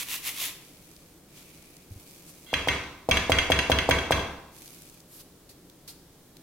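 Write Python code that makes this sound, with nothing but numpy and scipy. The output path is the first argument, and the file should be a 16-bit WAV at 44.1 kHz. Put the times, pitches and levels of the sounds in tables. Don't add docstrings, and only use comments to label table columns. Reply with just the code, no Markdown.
import sys
import numpy as np
from scipy import signal
from scipy.fft import rfft, irfft
from scipy.io import wavfile
from scipy.ndimage import uniform_filter1d

SR = 44100
rng = np.random.default_rng(int(sys.argv[2]) if len(sys.argv) > 2 else 0)


def master(y):
    cut = np.clip(np.atleast_2d(y).T, -1, 1)
    pcm = np.round(cut * 32767)
    wavfile.write(sys.argv[1], SR, pcm.astype(np.int16))


N = 283122
TIME = np.arange(N) / SR
CUTOFF_HZ = 15900

# peak t/s, relative level/dB, contact pitch f/Hz, whisk flight/s, bowl ring at landing/dB
KNOCKS = [(2.5316, -15, 634, 0.0075, 7), (2.6742, -12, 645, 0.011, 8), (3.089, -9, 553, 0.023, 8.5),
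          (3.297, -6.5, 580, .0221, 3.5), (3.502, -7, 577, .0168, 5), (3.6989, -6, 592, .0185, -0.5),
          (3.8905, -4.5, 620, .0194, 5.5), (4.1084, -5, 665, 0.013, 4.5)]
# f/Hz, relative level/dB, t60/s
WHISK = [(1550, -12, .05), (2095, -9, .06), (2250, -10, .06), (2760, -9, .06), (3291, 0, .07),
         (3390, -9, .06), (4035, -12, .08), (4700, -16, .08), (6150, -16, .1)]
# f/Hz, relative density/dB per Hz
GLOVE = [(1000, -6), (1800, -9.5), (2400, -5), (4000, -1.5), (5200, -1), (7200, -1.5), (12000, 0),
         (15800, -5.5)]
# f/Hz, left-right correlation/1
LIKENESS = [(100, .997), (300, .95), (600, .76), (1000, .72), (2200, .55), (4500, .05), (14000, .25)]


def from_db(db):
    return 10 ** (np.asarray(db) / 20)


def at_hz(points, hz):
    table = np.array(points)
    return np.interp(np.log(np.maximum(hz, 1)), np.log(table[:, 0]), table[:, 1])


def coloured(x, spectrum):
    size = x.shape[-1]
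    gain = from_db(at_hz(spectrum, np.fft.rfftfreq(size, 1 / SR)))
    return irfft(rfft(x) * gain / np.sqrt(np.mean(gain ** 2)), size)


def diffuse(size):
    mid, side = rfft(rng.standard_normal((2, size)))
    alike = np.clip(at_hz(LIKENESS, np.fft.rfftfreq(size, 1 / SR)), -.999, .999)
    mid = np.sqrt((1 + alike) / 2) * mid
    side = np.sqrt((1 - alike) / 2) * side
    return irfft(mid + side * [[1], [-1]], size)


def fade(t, t60):
    return np.exp(-np.log(1000) * t / t60)


def dying_noise(t60s, spectrum=None):
    noise = diffuse(SR)
    if spectrum is not None:
        noise = coloured(noise, spectrum)
    bins, hz, out = rfft(noise), np.fft.rfftfreq(SR, 1 / SR), 0
    edges_hz = np.r_[0, np.geomspace(125, SR / 2, 9)]
    for low, high in zip(edges_hz, edges_hz[1:]):
        band = irfft(bins * (hz >= low) * (hz < high), SR)
        out = out + band * fade(TIME[:SR], at_hz(t60s, (low + high) / 2))
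    return out / np.sqrt(np.sum(out ** 2) / 2)


def add(track, s, sound):
    start = round(s * SR)
    track[..., start:start + sound.shape[-1]] += sound[..., :N - start]


def clicks(times_s, levels_db):
    track = np.zeros(N)
    track[np.round(np.asarray(times_s) * SR).astype(int)] = from_db(levels_db)
    return track


def ring(x, hz, t60):
    r, w = fade(1 / SR, t60), 2 * np.pi * hz / SR
    return signal.lfilter([0, np.sin(w)], [1, -2 * r * np.cos(w), r * r], x + 1e-18)


def convolve(x, response):
    return signal.fftconvolve(np.atleast_2d(x), np.atleast_2d(response), axes=-1)[:, :N]


def grains(per_s, spread_db, width):
    sizes = from_db(spread_db * np.minimum(rng.exponential(1, N), 4)) * rng.choice([-1, 1], N)
    struck = rng.random(N) < per_s / SR
    balance = 1 + width * rng.standard_normal(N) * [[1], [-1]]
    snaps = sizes * struck * balance
    return snaps / snaps.std()


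def rub(table, grit, rise_share, resonance_db, width_hz):
    # peak t/s, rise + fall sigma/s, relative level/dB, resonance f/Hz
    out, share = np.zeros((2, N)), np.clip(rise_share, .01, .99)
    for s, length_s, level_db, hz in table:
        near = np.abs(TIME - s) < .25
        t = TIME[near] - s
        sigma_s = length_s * np.where(t < 0, share, 1 - share)
        stroke = grit[:, near] * from_db(level_db) * np.exp(-.5 * (t / sigma_s) ** 2)
        b, a = signal.iirpeak(min(hz, CUTOFF_HZ), hz / width_hz, fs=SR)
        out[:, near] += stroke + from_db(resonance_db) * signal.lfilter(b, a, stroke)
    return out


def room_tone(level_db=-54):
    # f/Hz, relative density/dB per Hz
    air_spectrum = [(15, -13), (25, -4), (59, -7), (76, -5), (107, -7), (174, 0.5), (205, -8), (316, -2),
                    (342, -5), (654, -14), (834, -18), (2660, -25.5), (3300, -22.5), (4100, -23),
                    (15800, -25.5)]
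    return from_db(level_db) * coloured(diffuse(N), air_spectrum)


def zesting(rise_share=.6):
    # peak t/s, rise + fall sigma/s, relative level/dB, blade resonance f/Hz
    strokes = [(.008, 0.053, -31, 2290), (.140, 0.065, -30.5, 2750), (.283, 0.049, -30, 2170),
               (.442, 0.091, -30, 3400)]
    # f/Hz, relative density/dB per Hz
    rasp_spectrum = [(200, -17), (420, -16), (800, -12), (1050, -6.5), (1500, -10.5), (2050, -1.5),
                     (3500, -1.5), (4800, -5.5), (6500, -5), (9400, -6.5), (10500, -4), (12700, -3.5),
                     (15800, -9.5)]
    bites = uniform_filter1d(rng.standard_normal(N), size=130)
    bite_gain = from_db(1.35 * bites / bites.std())
    grit = coloured(grains(per_s=6000, spread_db=0.5, width=0.5) * bite_gain, rasp_spectrum)
    return from_db(-0.5) * rub(strokes, grit, rise_share, resonance_db=-5.5, width_hz=290)


def reverberation(source):
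    # f/Hz, t60/s
    room_t60 = [(100, 0.99), (1000, 0.7), (4000, 0.56), (14000, 0.42)]
    tail = dying_noise(room_t60) * (1 - fade(TIME[:SR], t60=0.11))
    return convolve(source.mean(axis=0), tail)


def hands(crinkles_per_s=49, crinkle_db=-7, rise_share=0.2, arch=0.45):
    # start t/s, length/s, relative hiss level/dB, relative blade level/dB
    glove_moves = [(.55, 0.66, -56, -68.5), (1.28, 0.66, -55, -61), (1.9, 0.86, -53, -67.5),
                   (4.513, 0.52, -50, -67)]
    grit = coloured(grains(per_s=5500, spread_db=4.0, width=1.0), GLOVE)
    snap_t = TIME[:SR // 100]
    snap = rng.standard_normal(SR // 100) * fade(snap_t, t60=0.0094)
    crinkles = coloured(convolve(grains(crinkles_per_s, spread_db=2.5, width=0.8), snap), GLOVE)
    blade = signal.lfilter(*signal.iirpeak(2350, 7.0, fs=SR), grit)
    blade = blade / blade.std()
    glove = grit + from_db(crinkle_db) * crinkles / crinkles.std()
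    out = np.zeros((2, N))
    for s, length_s, hiss_db, blade_db in glove_moves:
        speed = np.interp((TIME - s) / length_s, [0, rise_share, 1], [0, 1, 0]) ** arch
        out += speed * (from_db(hiss_db) * glove + from_db(blade_db) * blade)
    return from_db(-1) * out


def fingers(wipe_rise_share=0.52, flick_rise_share=0.064, tap_rise_share=0.35, flick_hz=4500, tap_s=.003):
    wipe_table = [(1.39, .06, -55.5, 2500), (2.295, .034, -54, 7940), (5.16, 0.08, -53, 12000),
                  (5.208, 0.019, -54, 4400)]
    flick_table = [(5.493, 0.023, -52.5), (5.879, .029, -44)]
    tap_table = [(0.965, -52.5, 4470), (1.768, -50, 4800), (4.678, -47, 4800), (4.821, -49, 9100),
                 (4.898, -51.5, 6760), (5.004, -53, 6000), (5.699, -52, 3930), (6.369, -50, 4060)]
    friction = coloured(diffuse(N), GLOVE)
    flick_strokes = [(*flick, flick_hz) for flick in flick_table]
    tap_strokes = [(s, tap_s, level_db, hz) for s, level_db, hz in tap_table]
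    wipes = rub(wipe_table, friction, wipe_rise_share, resonance_db=1.0, width_hz=3100)
    flicks = rub(flick_strokes, friction, flick_rise_share, resonance_db=3, width_hz=1100)
    taps = rub(tap_strokes, friction, tap_rise_share, resonance_db=5, width_hz=1900)
    return from_db(1.0) * (wipes + flicks + taps)


def bumps():
    # t/s, level/dB
    bump_table = [(1.9088, -34.5), (1.9194, -36.5), (1.9611, -35.5)]
    return ring(clicks(*np.transpose(bump_table)), hz=97, t60=0.085)


def slide(length_s=0.067, final_db=-41.5, swell_db=11.5):
    friction = diffuse(N)
    singing = sum(from_db(db) * ring(friction, hz, t60) for hz, db, t60 in WHISK)
    to_go = (KNOCKS[0][0] - TIME) / length_s
    level = from_db(final_db - swell_db * np.clip(to_go, 0, 1))
    return singing / singing.std() * level * (to_go > 0) * (to_go < 1)


def knocks(buzz_db=-25, buzz_t60=.05, tick_lag_s=0.0061, tick_db=-23, cushion_hz=1500):
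    # f/Hz, relative density/dB per Hz
    buzz_spectrum = [(500, -37), (2000, -18), (3300, -16.0), (4200, -16.5), (15000, -27)]
    out, thuds, t = np.zeros((2, N)), np.zeros(N), TIME[:SR // 20]
    for s, level_db, hz, _, _ in KNOCKS:
        u = (np.pi * hz * (TIME - s)) ** 2
        thuds += from_db(level_db) * (2 * u - 1) * np.exp(-u)
        buzz = coloured(diffuse(len(t)), buzz_spectrum) * fade(t, buzz_t60)
        tick = diffuse(len(t)) * fade(t, t60=0.035)
        add(out, s, from_db(level_db + buzz_db) * buzz)
        add(out, s + tick_lag_s, from_db(level_db + tick_db) * tick)
    return out + signal.sosfilt(signal.butter(3, cushion_hz, fs=SR, output="sos"), thuds)


def pushes(push_db=-26.5, push_hz=584):
    _, level_db, hz, _, _ = np.transpose(KNOCKS)
    return level_db + push_db - 60 * np.log10(hz / push_hz)


def swing(swing_db=28.0, landed_t60=.011, build_t60=0.0262, lag_s=0.00018):
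    # f/Hz, relative level/dB, t60/s
    swing_modes = [(154.5, -25.5, 0.164), (272, -13.5, 0.04), (361, -29.5, 0.05), (484, -5.5, 0.028),
                   (644.5, -10.5, 0.093), (742, -21, 0.12)]
    out, t, free = np.zeros((2, N)), TIME[:SR // 10], 0
    for k, (hz, db, t60) in enumerate(swing_modes):
        lag = (-1) ** k * lag_s * np.array([[1], [-1]])
        free = free - from_db(db) * np.cos(2 * np.pi * hz * (t + lag)) * fade(t, t60)
    free = free * (1 - fade(t, build_t60)) ** 2
    for (s, _, _, flight_s, _), push_db in zip(KNOCKS, pushes()):
        damping = fade(np.maximum(t - flight_s, 0), landed_t60)
        add(out, s, from_db(push_db + swing_db) * free * damping)
    return out


def counter():
    # f/Hz, relative level/dB, t60/s
    worktop_modes = [(64.8, 6, 0.61), (71.5, 6.5, 0.72), (90.5, 5, 0.5)]
    push = clicks(np.array(KNOCKS)[:, 0], pushes())
    boom = 0
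    for k, (hz, db, t60) in enumerate(worktop_modes):
        boom = boom + (-1) ** k * from_db(db) * ring(push, hz, t60)
    return signal.sosfilt(signal.butter(2, 45, "high", fs=SR, output="sos"), boom)


def whisk_falls(landing_db=-13.5, usual_flight_s=0.019, db_per_doubling=3, rebound_ring_db=4):
    # t/s, relative strength/dB
    rebounds = [(3.171, -18), (3.386, -14), (3.5895, -15.5), (3.787, -17), (3.986, -24), (4.1934, -30)]
    falls = []   # t/s, strength/dB, bowl ring/dB
    for s, _, _, flight_s, ring_db in KNOCKS:
        strength_db = landing_db + db_per_doubling * np.log2(flight_s / usual_flight_s)
        falls.append((s + flight_s, strength_db, ring_db))
    return np.array(falls + [(s, level_db, rebound_ring_db) for s, level_db in rebounds])


def bowl(soft_hz=900, knock_db=15, clank_db=18, scatter_db=4.0, split=0.003):
    # f/Hz, relative level/dB
    bowl_modes = [(129, -46.5), (148, -53), (252, -53.5), (281, -48), (386, -53.5), (506, -55.5),
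                  (642, -60), (760, -54), (976, -48.5), (1040, -57.5), (1164, -61), (1549, -52.5),
                  (1698, -62.5), (1910, -45), (1965, -57), (2095, -41.5), (2239, -40.5), (2390, -45.5),
                  (2536, -50), (2650, -43.5), (2709, -43), (2784, -59.5), (3291, -58), (3828, -70.5),
                  (4037, -60.5), (4694, -60), (5270, -61), (5970, -63.5), (6165, -75), (6438, -63.5)]
    # f/Hz, t60/s
    bowl_t60 = [(130, 0.58), (500, 1), (1200, 0.66), (2200, 0.48), (3300, 0.73), (6400, 0.34)]
    knock_s, knock_level, *_ = np.transpose(KNOCKS)
    clank_s, clank_level, ring_db = whisk_falls().T
    blow_s = np.r_[knock_s, clank_s]
    out = np.zeros((2, N))
    for k, (hz, mode_db) in enumerate(bowl_modes):
        hardness_db = 40 * np.log10(hz / soft_hz)
        knock_levels = knock_level + knock_db - max(hardness_db, 0)
        clank_levels = clank_level + ring_db + clank_db + min(hardness_db, 0)
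        levels = np.r_[knock_levels, clank_levels]
        lean = np.sqrt(np.clip(1 - at_hz(LIKENESS, hz), 0, 1)) / 2
        for twin in (-1, 1):
            blows = clicks(blow_s, levels + mode_db + scatter_db * rng.standard_normal(len(levels)))
            tone = ring(blows, hz * (1 + twin * split / 2), at_hz(bowl_t60, hz))
            out += (-1) ** k * tone / 2 * (1 + twin * lean * np.array([[1], [-1]]))
    return out


def wash(soft_hz=1000, hard_hz=700, knock_db=15.5, clank_db=11):
    # f/Hz, relative density/dB per Hz
    wash_spectrum = [(100, -4), (280, -1.5), (700, -12.5), (1050, 2.5), (1300, -2.5), (1550, -5.5),
                     (1800, -8.5), (2200, -0.5), (2900, -10), (3700, -9), (5200, -17), (6500, -12),
                     (7500, -20), (15500, -30)]
    # f/Hz, t60/s
    wash_t60 = [(100, 0.74), (350, 0.81), (920, 0.87), (2400, 0.74), (6400, 1), (14000, 0.18)]
    knock_s, knock_level, *_ = np.transpose(KNOCKS)
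    clank_s, clank_level, ring_db = whisk_falls().T
    soft = clicks(knock_s, knock_level + knock_db)
    soft = signal.sosfilt(signal.butter(2, soft_hz, fs=SR, output="sos"), soft)
    hard = clicks(clank_s, clank_level + ring_db + clank_db)
    hard = signal.sosfilt(signal.butter(1, hard_hz, "high", fs=SR, output="sos"), hard)
    tail = dying_noise(wash_t60, wash_spectrum) * (1 - fade(TIME[:SR], t60=0.11))
    return convolve(soft + hard, tail)


def clanks(crack_db=-1.5, crack_t60=0.044, whisk_db=-3.0):
    # f/Hz, relative density/dB per Hz
    crack_spectrum = [(300, -5), (1000, -23.5), (1500, -0.5), (2400, -1.5), (3400, -2.5), (3900, -18),
                      (5000, -14.5), (6500, -14.5), (7400, -27.5), (9000, -18.5), (10500, -28),
                      (15500, -31)]
    out, t = np.zeros((2, N)), TIME[:SR // 8]
    hz, mode_db, t60 = np.transpose(WHISK)[:, :, None]
    lag_rad = .47 * rng.standard_normal(hz.shape) * np.array([1, -1])[:, None, None]
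    for s, level_db, _ in whisk_falls():
        crack = from_db(crack_db) * coloured(diffuse(len(t)), crack_spectrum) * fade(t, crack_t60)
        strength = from_db(whisk_db + mode_db + 0.84 * rng.standard_normal(hz.shape))
        phase_rad = 2 * np.pi * (hz * t + rng.random(hz.shape)) + lag_rad
        tone = strength * np.sin(phase_rad) * fade(t, t60)
        add(out, s, from_db(level_db) * (crack + tone.sum(axis=1)))
    return out


def scene():
    rubbing = zesting() + hands() + fingers() + slide()
    knocking = knocks() + swing()
    clanking = clanks()
    into_room = from_db(-5.5) * rubbing + from_db(-4.5) * knocking + from_db(-0.5) * clanking
    resonances = bowl() + wash() + counter() + bumps()
    return rubbing + knocking + clanking + resonances + reverberation(into_room) + room_tone()


def record(dry):
    return signal.sosfilt(signal.ellip(10, .1, 80, CUTOFF_HZ, fs=SR, output="sos"), dry)


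dry = scene()
out = record(dry)
master(out)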